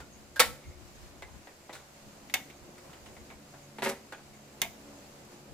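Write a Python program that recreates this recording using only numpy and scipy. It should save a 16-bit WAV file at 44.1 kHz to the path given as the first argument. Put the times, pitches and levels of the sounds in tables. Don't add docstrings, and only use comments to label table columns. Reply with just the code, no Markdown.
import sys
import numpy as np
from scipy import signal
from scipy.fft import rfft, irfft
from scipy.io import wavfile
from scipy.ndimage import uniform_filter1d

SR = 44100
rng = np.random.default_rng(int(sys.argv[2]) if len(sys.argv) > 2 else 0)


def ratio_of_db(decibels):
    return 10 ** (np.asarray(decibels, float) / 20)


def dump(signal):
    limited = np.clip(np.atleast_2d(signal).T, -1, 1)
    pcm = np.round(limited * 32767).astype(np.int16)
    wavfile.write(sys.argv[1], SR, pcm)


N = 243873


def evened(x):
    return x / np.sqrt(np.mean(x ** 2) + 1e-20)


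def read(points, hz):
    f, value = np.transpose(points)
    return np.interp(np.log(hz + 1), np.log(f + 1), value)


def curves(rows):
    s, *columns = np.transpose(rows)
    return [np.interp(np.arange(N) / SR, s, column) for column in columns]


def add(mix, start_s, sound):
    part = mix[:, max(round(start_s * SR), 0):][:, :sound.shape[1]]
    part += sound[:, :part.shape[1]]


def ports(pair, likeness, lag=0):
    a, b = rfft(pair)
    hz = np.fft.rfftfreq(pair.shape[1], 1 / SR)
    same = np.clip(read(likeness, hz), 0, 1)
    mid = np.sqrt((1 + same) / 2) * a
    side = np.sqrt((1 - same) / 2) * b
    delay = np.exp(-2j * np.pi * hz * lag / SR)
    return irfft([mid + side, (mid - side) * delay], pair.shape[1])


def causal(gain_db):
    log_gain = np.log(ratio_of_db(np.r_[gain_db, gain_db[-2:0:-1]]))
    return np.fft.ifft(np.exp(np.conj(signal.hilbert(log_gain)))).real[:len(gain_db)]


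def whitening_db(x, size):
    power = (abs(rfft(x, 16384)) ** 2).mean(0)
    power = uniform_filter1d(power, size=size)[::8]
    return -10 * np.log10(power / power.mean() + 1e-6)


def field(spectrum, patchy_db, swell_db, size):
    frames, hz = 4 * N // size + 5, np.fft.rfftfreq(size, 1 / SR)
    a, b, c, d, patches = rng.standard_normal((frames, len(hz), 5)).T
    patches = uniform_filter1d(patches, size=10, axis=0)
    patches = evened(uniform_filter1d(patches, size=12, axis=1))
    swell = evened(uniform_filter1d(rng.standard_normal(frames), size=20))
    level_db = read(spectrum, hz)[:, None] + patchy_db * patches + swell_db * swell
    z = np.array([a + 1j * b, c + 1j * d]) * ratio_of_db(level_db)
    return evened(signal.istft(z, nperseg=size, noverlap=3 * size // 4)[1][:, :N])


# freq_hz, level_db (per Hz)
TRAFFIC_SPECTRUM = [(24, -60), (40, -32), (58, -14), (150, 0), (324, -3), (355, -7), (527, -7), (577, -6),
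                    (1500, -20), (1950, -65), (3300, -120)]
# freq_hz, likeness (0 to 1, anything below 0 counts as 0)
AIR_LIKENESS = [(60, 0.65), (150, 0.88), (380, 0.87), (950, 0.13), (2380, 0.17), (5980, -1.1),
                (15000, -0.05)]
# time_s, level_db
TRAFFIC_NEARNESS = [(0, -55.5), (.5, -67.5), (1.14, -59), (1.56, -63), (2.88, -52.5), (3.9, -62),
                    (4.34, -59.5), (4.8, -53), (5.53, -55)]
# freq_hz, level_db (per Hz)
LEAF_SPECTRUM = [(650, 4.5), (1100, 0.5), (1490, -1.5), (2780, -3), (3340, -6.5), (3610, -6), (4690, -4),
                 (5810, -6), (7710, -5), (8440, -10.5), (14700, -14), (15700, -27.5), (16500, -56)]
# centre_hz, width_hz, level_db
INSECT_BANDS = [(6590, 470, -72), (7350, 100, -77)]


def air():
    near_db, = curves(TRAFFIC_NEARNESS)
    traffic = ports(field(TRAFFIC_SPECTRUM, patchy_db=2.5, swell_db=1.0, size=1024), AIR_LIKENESS)
    leaves = ports(field(LEAF_SPECTRUM, patchy_db=0.5, swell_db=0.76, size=1024), AIR_LIKENESS)
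    leaf_db = -62 + 6.5 + 0.061 * (near_db - near_db.mean())
    mix = traffic * ratio_of_db(near_db - 2.5) + leaves * ratio_of_db(leaf_db)
    for hz, width, db in INSECT_BANDS:
        band = [(hz - 2 * width, -40), (hz, 0), (hz + 2 * width, -40)]
        mix += ratio_of_db(db) * field(band, patchy_db=5.0, swell_db=0.5, size=512)
    return mix


# time_s, firing_hz, level_db
MOTOR_COURSE = [(0, 71.3, -62), (.6, 72.2, -61.5), (1.2, 70.3, -73), (2, 70.2, -65), (3.1, 72, -64),
                (3.7, 71.24, -61.5), (4.8, 71.05, -63), (5.53, 71.04, -62.5)]
# multiple, level_db
MOTOR_ORDERS = [(1, -3.5), (2, 0), (3, 0), (4, -4), (5, -3.5), (7, -11.5), (8, -3.5), (10, -10)]


def motor():
    firing_hz, level_db = curves(MOTOR_COURSE)
    turns, hum = np.cumsum(firing_hz) / SR, np.zeros(N)
    for multiple, db in MOTOR_ORDERS:
        fade = np.interp(np.arange(N), np.linspace(0, N, 30), rng.standard_normal(30))
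        phase = multiple * turns + 0.068 * fade + rng.random()
        hum += ratio_of_db(level_db + db + 4.9 * fade) * np.sin(2 * np.pi * phase)
    return hum


# freq_hz, level_db (per Hz)
BUFFET_SPECTRUM = [(15, -30), (35, -12), (60, 4.5), (100, -7.5), (160, -16), (300, -17), (600, -67)]
# peak_s, strength_db, left_minus_right_db, length_s
GUSTS = [(0, -51, -11, 0.028), (0.18, -58, 8, 0.15), (0.493, -44.5, -2, 0.058), (0.689, -40, 0, 0.032),
         (0.82, -53, 21, 0.066), (0.937, -61, -8, 0.063), (1.03, -49, -2, 0.057), (1.257, -50, 5, .14),
         (1.378, -54.5, 18, 0.038), (1.77, -58, -17, 0.039), (2.065, -55, -4, .03), (2.27, -68, -3, 0.117),
         (2.636, -62, -18, 0.036), (3.077, -56, -11, 0.076), (3.206, -48, 3, .03), (3.367, -56, 5, 0.036),
         (3.83, -60, -2, 0.051), (4.3, -57, 3, .1), (4.68, -53, -1, .05), (4.914, -61, 6, 0.035),
         (5.53, -57, 25, 0.025)]


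def breeze():
    t = np.arange(0, N + 64, 64) / SR
    lull_db = -63 - 9 * t
    strength = np.tile(ratio_of_db(lull_db), (2, 1))
    for s, db, pan_db, length_s in GUSTS:
        sides = ratio_of_db([[db + pan_db / 2], [db - pan_db / 2]])
        strength += sides * np.exp(-((t - s) / length_s) ** 2)
    lumps = field(BUFFET_SPECTRUM, patchy_db=2.5, swell_db=3.0, size=2048)
    lumps /= uniform_filter1d(lumps ** 2, size=2500) ** .3 + 1e-9
    return evened(lumps) * ratio_of_db(-4.5) * strength.repeat(repeats=64, axis=1)[:, :N]


# freq_hz, likeness (0 to 1)
CONTACT_LIKENESS = [(60, .7), (180, .97), (550, .97), (1200, .9), (2500, .72), (5000, .45), (9000, .3),
                    (15000, .25)]


def sheet_metal(t, sheet_db, sheet_t60):
    bright, dull = rng.standard_normal((2, len(t)))
    dull = signal.lfilter(*signal.butter(2, 2800, fs=SR), dull)
    sheet = bright * ratio_of_db(-60 * t / (0.75 * sheet_t60)) + dull * ratio_of_db(-60 * t / sheet_t60)
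    sheet *= ratio_of_db(sheet_db) / np.linalg.norm(sheet)
    sheet[0] += 1
    return sheet


def ringing(t, modes, ring_db):
    mode_hz, mode_db, mode_t60 = np.transpose(modes)[:, :, None]
    struck = ratio_of_db(mode_db + 2.5 * rng.standard_normal(mode_db.shape))
    ring = (struck * ratio_of_db(-60 * t / mode_t60) * np.sin(2 * np.pi * mode_hz * t)).sum(0)
    ring *= ratio_of_db(ring_db) / np.linalg.norm(ring)
    ring[0] += 1
    return ring


def contacts(rows, crack, modes, rise, grit_db, ring_db, sheet_db, sheet_t60, peak_db, trim_db,
             thud_db, fizz_db):
    mix, t, hz = np.zeros((2, N)), np.arange(8000) / SR, np.fft.rfftfreq(2048, 1 / SR)
    thud_band = read([(900, 0.78), (1500, 0.24)], hz)
    fizz_band = read([(3800, 0.05), (5500, 1.0)], hz)
    for s, blow_db, hard_db, ring_hz, t60 in rows:
        grit = ratio_of_db(grit_db * np.clip(rng.standard_normal(200), -2, 1.5)).repeat(repeats=40)
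        shape = (1 - np.exp(-t / rise)) ** 2 * ratio_of_db(-60 * t / t60)
        collisions = rng.standard_normal((2, len(t))) * evened(grit) * shape / shape.max()
        rattle = ports(collisions, CONTACT_LIKENESS, lag=1.5)
        sheet = sheet_metal(t, sheet_db, sheet_t60)
        clatter = signal.fftconvolve(rattle, sheet[None], axes=1)[:, :len(t)]
        colour_db = whitening_db(clatter, size=90) + read(crack, hz)
        colour_db += (thud_db - hard_db / 2) * thud_band
        colour_db += (fizz_db + hard_db / 2) * fizz_band
        colour_db += peak_db / (1 + ((hz - ring_hz) / (0.1 * ring_hz)) ** 2)
        ring = ringing(t, modes, ring_db)
        response = signal.fftconvolve(causal(colour_db), ring)[None, :len(t)]
        blow = ratio_of_db(blow_db + trim_db) * signal.fftconvolve(clatter, response, axes=1)
        add(mix, s - rise, blow)
    return mix


# start_s, level_db, hardness_db (treble over bass), ring_hz (loudest), rattle_t60_s
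TOUCHES = [(.0024, -36.5, 1, 1450, 0.048), (1.2226, -31, -5, 2030, 0.027), (1.2794, -50, -18, 1000, 0.048),
           (1.3394, -50, -16, 965, 0.046), (1.4721, -42, -18, 1840, 0.039),
           (1.694, -40.5, -32, 2050, 0.048), (1.7275, -37.5, 13, 3900, 0.18), (1.7514, -38, 6, 1420, 0.073),
           (1.7994, -49.5, -18, 1160, 0.059), (2.7801, -42.5, 10, 2090, 0.047),
           (2.8464, -51, 6, 1000, 0.048), (2.8973, -48, -1, 1350, 0.091), (2.9312, -41.5, -2, 2970, 0.052),
           (2.9544, -59, -11, 1298, .073), (3.0604, -39, 3, 2970, 0.052), (3.0844, -52, -17.5, 2060, 0.068),
           (3.1657, -42, -2, 2100, 0.037), (3.3014, -38.5, -14, 2210, .045),
           (3.3244, -63, -6.5, 1270, 0.058), (3.5374, -47.5, -19, 1490, 0.056),
           (4.123, -31, -9, 1540, 0.065), (4.18, -44, -14, 1480, 0.047), (4.3335, -48.5, 9, 2170, 0.1)]
# freq_hz, level_db
TOUCH_CRACK = [(90, -44), (300, 2), (700, 5.5), (1200, 0), (2200, -2), (3100, -8), (3700, -6.5),
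               (8000, -5.5), (14000, -15.5), (17000, -19)]
# freq_hz, level_db, t60_s
KNOB_MODES = [(260, 12, 0.14), (784, -14, 0.071), (1000, 20, 0.037), (2200, -5, 0.3), (2290, -3, 0.027),
              (2590, -20, 0.21), (2960, -17, 0.039), (3740, 36, 0.02), (4500, -70, 0.054),
              (6160, -32, 0.02)]


def touches():
    return contacts(TOUCHES, TOUCH_CRACK, KNOB_MODES, rise=.0006, grit_db=3.0, ring_db=-26.5,
                    sheet_db=-1.5, sheet_t60=0.15, peak_db=9.5, trim_db=0.5, thud_db=-3.5, fizz_db=-6.5)


# freq_hz, t60_s
YARD_DECAY = [(200, 1), (500, 0.43), (2000, 0.33), (6000, 0.35), (15000, 0.33)]


def yard(x):
    taps = np.zeros((2, 16000))
    at = np.arange(120, 15900, 20) + rng.integers(0, 20, (2, 789))
    np.put_along_axis(taps, at, rng.choice([-1., 1.], at.shape), 1)
    hz, t, z = signal.stft(ports(taps, CONTACT_LIKENESS), SR, nperseg=256)
    fading = z * ratio_of_db(-60 * t / read(YARD_DECAY, hz)[:, None])
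    tail = signal.istft(fading, SR, nperseg=256)[1]
    tail = signal.fftconvolve(tail, causal(whitening_db(tail, size=50))[None], axes=1)
    return signal.fftconvolve(x, tail / np.linalg.norm(tail[0]), axes=1)[:, :N]


# start_s, level_db, hardness_db, ring_hz, rattle_t60_s
LATCH = [
    (.3595, -36, -8.5, 1620, 0.064),
]
# freq_hz, level_db
LID_CRACK = [(90, -23), (210, -5.5), (380, -9.5), (550, 5.5), (1200, 1), (2200, -1.5), (3000, -1),
             (4800, 3), (6000, 1.5), (8000, 1.5), (15300, -1.5), (15900, -27), (17000, -37)]
# freq_hz, level_db, t60_s
LID_MODES = [(221.7, 11, 0.22), (495, -23, 0.32), (533, 17, 0.076), (685, 2, 0.017), (839, -1, 0.019),
             (1240, -23, 0.06), (1365, -23, .1), (1660, -22, 0.18), (2036, 8, 0.14), (2150, -35, .5),
             (2200, -18, .2), (3616, 9, 0.11), (4900, 13.5, 0.057), (7075, -19, .06), (8620, -22, .06)]


def latch():
    return contacts(LATCH, LID_CRACK, LID_MODES, rise=0.00104, grit_db=10.0, ring_db=-46.0,
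                    sheet_db=-1.0, sheet_t60=0.18, peak_db=23.0, trim_db=-2.0, thud_db=-2.0, fizz_db=-1.5)


# start_s, level_db, hardness_db, ring_hz, rattle_t60_s
LID = [
    (.3955, -13.5, -6, 2280, 0.078),
    (.4005, -13.5, 7, 1320, 0.036),
    (.412, -25.5, -15, 1850, 0.12),
    (.4544, -40, -2, 7300, 0.061),
]


def lid():
    return contacts(LID, LID_CRACK, LID_MODES, rise=0.00133, grit_db=0.5, ring_db=-17.5,
                    sheet_db=-6.5, sheet_t60=0.15, peak_db=10.5, trim_db=2.5, thud_db=-3.0, fizz_db=-4.5)


# start_s, level_db, hardness_db, ring_hz, rattle_t60_s
SETTLE = [
    (.56, -58, 0, 2200, 0.27),
    (.63, -52, 0, 2190, .3),
    (.70, -57.5, 0, 2110, 0.44),
]


def settling():
    return contacts(SETTLE, LID_CRACK, LID_MODES, rise=0.003, grit_db=2.0, ring_db=-30.0,
                    sheet_db=-8.0, sheet_t60=0.13, peak_db=18.5, trim_db=-3.0, thud_db=-11.0, fizz_db=-19.0)


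# start_s, level_db, hardness_db, ring_hz, rattle_t60_s
KNOB = [
    (2.2975, -39, -8, 1970, 0.033),
    (2.3395, -15.5, 10, 2100, 0.028),
    (2.3425, -19.5, 8, 3460, 0.019),
    (2.348, -31, -19, 790, 0.13),
    (2.4995, -46.5, -2.5, 2230, 0.092),
    (4.617, -18.5, 19.5, 3560, 0.016),
    (4.6205, -19, -1, 2200, 0.025),
    (4.6255, -30, -33, 2290, 0.09),
]
# freq_hz, level_db
KNOB_CRACK = [(90, -10), (260, -4.5), (450, -9.5), (700, 2.5), (1400, -9), (2100, 0.5), (2700, -2),
              (3550, -7), (4700, -1.5), (6300, 4), (9000, -3), (15300, 0), (15900, -27), (17000, -36)]


def knob():
    return contacts(KNOB, KNOB_CRACK, KNOB_MODES, rise=0.00073, grit_db=4.5, ring_db=-14.5,
                    sheet_db=-7.0, sheet_t60=0.11, peak_db=5.5, trim_db=6.0, thud_db=-11.5, fizz_db=-13.0)


# start_s, level_db, hardness_db, ring_hz, rattle_t60_s
LEVER = [
    (3.7849, -35, -12, 830, 0.066),
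    (3.8217, -21.5, -10, 520, 0.063),
    (3.8354, -27, 8.5, 567, 0.18),
    (3.8475, -28, 3, 2160, 0.073),
    (3.8592, -27.5, -20, 576, 0.11),
    (3.8704, -32.5, 3, 755, 0.17),
    (3.8884, -23, 14.5, 477, 0.067),
]
# freq_hz, level_db
LEVER_CRACK = [(90, -21), (240, 1.5), (550, 0), (950, 1.5), (1500, -4.5), (2200, -3.5), (3400, -12.5),
               (5000, -7.5), (8000, -6.5), (14000, -11.5), (16000, -38), (17000, -40)]
# freq_hz, level_db, t60_s
LEVER_MODES = [(264, -12.5, 0.062), (396, -7, 0.14), (469, -3.5, 0.15), (567, 6, 0.095), (794, 4, 0.12),
               (890, -11, 0.049), (982, 11, 0.041), (1446, -33.5, 0.13), (2230, 4, 0.016),
               (2920, -37, 0.023)]


def lever():
    return contacts(LEVER, LEVER_CRACK, LEVER_MODES, rise=.0007, grit_db=5.5, ring_db=-17.5,
                    sheet_db=-4.5, sheet_t60=0.2, peak_db=4.0, trim_db=10.0, thud_db=-10.5, fizz_db=-10.5)


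def scene():
    stove = touches() + latch() + lid() + settling() + knob() + lever()
    echoes = ratio_of_db(-14.5) * yard(stove)
    return stove + echoes + air() + motor() + breeze()


def low_pass(x):
    return signal.sosfilt(signal.butter(12, 16620, fs=SR, output="sos"), x)


def record(dry):
    edge = signal.firwin(511, 16550, window=("kaiser", 9), fs=SR)
    mix = signal.oaconvolve(dry, edge[None], "same")
    return low_pass(mix)


dry = scene()
out = record(dry)
dump(out)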